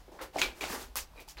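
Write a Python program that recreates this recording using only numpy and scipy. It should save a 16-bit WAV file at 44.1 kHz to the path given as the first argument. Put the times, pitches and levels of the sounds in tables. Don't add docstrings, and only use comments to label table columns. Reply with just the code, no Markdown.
import sys
import numpy as np
from scipy import signal
from scipy.io import wavfile
from scipy.ndimage import uniform_filter1d

SR = 44100
rng = np.random.default_rng(int(sys.argv[2]) if len(sys.argv) > 2 else 0)


def inscribe(sig):
    pcm = np.round(np.clip(np.atleast_2d(sig).T, -1, 1) * 32767)
    wavfile.write(sys.argv[1], SR, pcm.astype(np.int16))


N = 61740


def gain_of(db):
    return 10 ** (np.asarray(db) / 20)


def evened(x):
    return x / np.sqrt(np.mean(x ** 2) + 1e-20)


def read(points, hz):
    table_hz, value = np.transpose(points)
    return np.interp(np.log(hz + 1), np.log(table_hz + 1), value)


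# (time [s], RMS level [dB])
RUMBLE_LEVELS = [(0.0, -55.5), (0.178, -65), (0.236, -55), (0.35, -62.5), (0.486, -47.5), (0.514, -57.5),
                 (1.032, -49.5), (1.064, -56), (1.216, -54.5), (1.244, -69), (1.29, -49.5), (1.348, -68),
                 (1.372, -50.5), (1.4, -55)]


def rumble():
    band = signal.butter(3, (26.2, 70), "band", fs=SR, output="sos")
    noise = rng.standard_normal(N + SR)
    low = evened(signal.sosfilt(band, noise)[SR:])
    level_db = np.interp(np.arange(N) / SR, *np.transpose(RUMBLE_LEVELS))
    return low * gain_of(level_db)


# (frequency [Hz], relative level per Hz [dB])
HISS_SPECTRUM = [(65, -31), (110, 4.5), (498, -5.5), (601, -0.5), (841, 0), (1420, -7.5), (4790, -12),
                 (8800, -20), (12800, -18.5), (15500, -20), (16500, -37)]
HISS_DB, DRIFT_DB = -63, -0.5


def air():
    frames, hz = N // 512 + 5, np.fft.rfftfreq(2048, 1 / SR)
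    real, imag, drift = rng.standard_normal((frames, 1025, 3)).T
    drift = uniform_filter1d(drift, 40, 0)
    drift = evened(uniform_filter1d(drift, 6, 1))
    level_db = read(HISS_SPECTRUM, hz)[:, None] + DRIFT_DB * drift
    spectrum = (real + 1j * imag) * gain_of(level_db)
    hiss = signal.istft(spectrum, nperseg=2048, noverlap=1536)[1][:N]
    return gain_of(HISS_DB) * evened(hiss)


# (frequency [Hz], 60 dB decay time [s])
WALL_DECAY = [(250, 0.6), (660, 0.27), (1740, 0.25), (4590, 0.17), (12100, 0.15)]
ONSET_S, BUILD_S = 0.0013, 0.0049


def tunnel(x):
    t = np.arange(SR // 2) / SR
    echoes = rng.standard_normal(len(t)) * (rng.random(len(t)) < .25)
    hz, when, bands = signal.stft(echoes, SR, nperseg=256)
    decay = gain_of(-60 * when / read(WALL_DECAY, hz)[:, None])
    tail = signal.istft(bands * decay, SR, nperseg=256)[1][:len(t)]
    tail = tail * np.clip((t - ONSET_S) / BUILD_S, 0, 1)
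    return signal.fftconvolve(x, tail / np.linalg.norm(tail))[:N]


def pressure(start, rise, hold, t60):
    t = np.arange(N) / SR - start
    fade = gain_of(-60 * np.maximum(t - rise - hold, 0) / t60)
    return np.clip(t / rise, 0, 1) ** 0.84 * fade


# (start [s], rise [s], hold [s], 60 dB fade time [s],
#  rubble level [dB], chips level [dB], shards level [dB], splinters level [dB], fine grit level [dB])
CRUNCH_EVENTS = [(.0, 0.0036, 0.0059, 0.11, -64, -65.5, -72, -68.5, -75),
                 (.08, 0.0037, 0.0042, 0.096, -55.5, -65, -92, -93, -84),
                 (0.115, 0.0037, 0.051, 0.2, -54, -65.5, -71, -69.5, -72.5),
                 (0.186, 0.008, 0.02, 0.076, -60, -46.5, -60, -77, -76),
                 (0.21, 0.0062, 0.019, 0.15, -48, -46.5, -50.5, -54.5, -53),
                 (0.328, 0.045, 0.019, 0.42, -43, -50.5, -52, -55, -58.5),
                 (0.382, 0.0093, 0.008, 0.091, -60, -53, -41, -42.5, -48),
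                 (0.41, 0.0071, 0.016, 0.2, -48, -40.5, -35.5, -43.5, -47),
                 (0.546, .04, 0.0065, 0.17, -57.5, -60.5, -64, -62, -61),
                 (0.606, 0.0041, 0.046, 0.14, -45, -46, -44.5, -46.5, -52),
                 (0.665, 0.058, 0.032, .18, -44.5, -42, -47.5, -46.5, -46.5),
                 (0.773, 0.038, 0.019, 0.21, -55.5, -56.5, -55, -55, -54.5),
                 (0.9587, 0.0027, .024, 0.11, -52.5, -44.5, -41.5, -40.5, -38.5),
                 (0.998, 0.0064, 0.029, 0.073, -76, -78, -73, -54.5, -63),
                 (1.137, 0.048, .012, 0.092, -56.5, -61.5, -66, -71, -69),
                 (1.198, 0.0049, 0.024, 0.061, -59, -71, -60.5, -62.5, -63.5),
                 (1.274, 0.014, 0.022, 0.12, -72, -63.5, -59, -53.5, -56),
                 (1.3703, 0.0052, .024, .16, -55.5, -55.5, -52, -66, -70)]
# (lowest pitch [Hz], highest pitch [Hz], length [cycles], mean density [grains/s], size spread [dB])
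GRAIN_TYPES = [(315, 900, 1.81, 1800, 2.0), (869, 1970, 3.27, 2500, 1.5), (2160, 4600, 2.8, 5100, 2),
               (4440, 7620, 3.9, 8000, 3), (8000, 16600, 2.7, 16000, 2.0)]


def scrape():
    shapes = np.array([pressure(*row[:4]) for row in CRUNCH_EVENTS])
    levels = gain_of([row[4:] for row in CRUNCH_EVENTS]).T @ shapes
    out, pitches = np.zeros(N), 16
    for (lo_hz, hi_hz, cycles, per_s, spread_db), level in zip(GRAIN_TYPES, levels):
        size = gain_of(spread_db * np.minimum(rng.exponential(1, N), 5))
        size *= rng.random(N) < per_s / SR
        size *= rng.choice([-1., 1.], N)
        size = evened(size) * level
        which = rng.integers(0, pitches, N)
        for k, hz in enumerate(np.geomspace(lo_hz, hi_hz, pitches)):
            u = np.arange(0, 5 * cycles / hz, 1 / SR) * hz / cycles
            grain = u * np.exp(-3 * u) * np.sin(2 * np.pi * cycles * u)
            grain /= np.linalg.norm(grain)
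            out += signal.oaconvolve(size * (which == k), grain)[:N]
    return out


def add(mix, s, sound):
    part = mix[round(s * SR):][:len(sound)]
    part += sound[:len(part)]


def ring(hz, t60, t):
    return gain_of(-60 * t / t60) * np.sin(2 * np.pi * hz * t)


# (time [s], level [dB], knock pitch [Hz], knock 60 dB decay time [s],
#  tick level re crack [dB], glass level re crack [dB])
CRACK_EVENTS = [(0.0809, -39.5, 517, 0.015, -25, -31), (0.123, -46.5, 340, 0.044, -22, -28),
                (0.1932, -35, 1400, 0.011, -24, -36), (0.2113, -35.5, 527, 0.056, -20, -29),
                (.358, -25.5, 700, 0.015, -28, -32), (.3615, -18, 702, 0.022, -29, -23),
                (.363, -37, 289, 0.1, -40, -40), (0.37, -32, 5300, 0.0045, -12, -23),
                (0.3857, -22, 2190, .009, -4, -9), (0.395, -31, 6700, 0.015, -14, -15),
                (0.4172, -10, 2510, 0.0053, -13, -14.5), (0.4166, -11, 3950, 0.0029, -18, -30),
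                (.417, -20, 6740, .004, -18, -32), (.425, -39, 380, 0.18, -40, -40),
                (.4214, -13.5, 3360, 0.0064, -15, -7.5), (0.6101, -26.5, 2444, 0.021, -12, -1),
                (0.634, -25, 2230, 0.0092, -14, -11), (.639, -24, 730, 0.015, -20, -22),
                (.640, -19.5, 2500, 0.0043, -16, -12.5), (.655, -36.5, 3620, 0.019, -20, -25),
                (0.7009, -32, 1140, .007, 3, -18), (.705, -37, 222.4, 0.093, -40, -40),
                (.735, -39.5, 261, 0.077, -40, -42), (0.9569, -23.5, 1140, 0.0081, 7, -37),
                (.958, -42.5, 500, 0.029, -30, -32), (0.9706, -21, 13600, 0.0057, -21, -38),
                (0.977, -46, 1200, 0.0067, 20, -3), (1.1365, -47.5, 1010, 0.014, -12, -16),
                (1.1594, -39, 516, 0.0053, -19, -11), (1.166, -50, 4200, .005, -10, -15),
                (1.178, -43.5, 2400, .009, -16, 2.5), (1.195, -38, 2240, .008, -15, -9),
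                (1.2002, -47, 4850, 0.0045, 2, -20), (1.206, -46, 12600, .004, 6, -20),
                (1.280, -45.5, 870, 0.032, 2, -15), (1.287, -41, 4900, .01, 7, -33),
                (1.371, -33.5, 2380, 0.0038, -14, -16), (1.385, -40, 4110, 0.024, -20, -20)]
# (frequency [Hz], level [dB], 60 dB decay time [s])
GLASS_MODES = [(2148, -22, 0.045), (2325, -11, 0.16), (2320, -13.5, 0.097), (2446, -10, 0.079),
               (2520, -20, 0.069), (2880, -34, 0.02), (3300, -20, 0.017), (3890, -15, 0.036)]
TICK_HZ, TICK_S = 3350, 0.00056
SHIVER_S, SOFT_CYCLES = 0.013, 0.17


def cracks():
    out, t = np.zeros(N), np.arange(6000) / SR
    high = signal.butter(2, TICK_HZ, "high", fs=SR)
    glass = np.zeros(len(t))
    for k, (hz, db, t60) in enumerate(GLASS_MODES):
        glass += (-1) ** k * gain_of(db) * ring(hz, t60, t)
    noise = rng.standard_normal((len(CRACK_EVENTS), 2, len(t)))
    for (s, db, hz, t60, tick_db, glass_db), (tick_noise, shake_noise) in zip(CRACK_EVENTS, noise):
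        knock = ring(hz, t60, t) * (1 - np.exp(-t * hz / SOFT_CYCLES))
        snap = .5 * (t == 0) + 0.5 * tick_noise
        tick = signal.lfilter(*high, snap * np.exp(-t / TICK_S))
        shake = shake_noise * np.exp(-t / SHIVER_S)
        shiver = signal.fftconvolve(shake / np.linalg.norm(shake), glass)[:len(t)]
        crack = knock + gain_of(tick_db) * tick + gain_of(glass_db) * shiver
        add(out, s, gain_of(db) * crack)
    return out


def scene():
    hits, rub = cracks(), scrape()
    walls = gain_of(-8) * tunnel(hits) + gain_of(-12.5) * tunnel(rub)
    return (hits + rub + walls + air() + rumble())[None]


def record(dry):
    lowpass = signal.firwin(511, 16000, window=("kaiser", 9), fs=SR)
    return signal.oaconvolve(dry, lowpass[None], "same")


dry = scene()
out = record(dry)
inscribe(out)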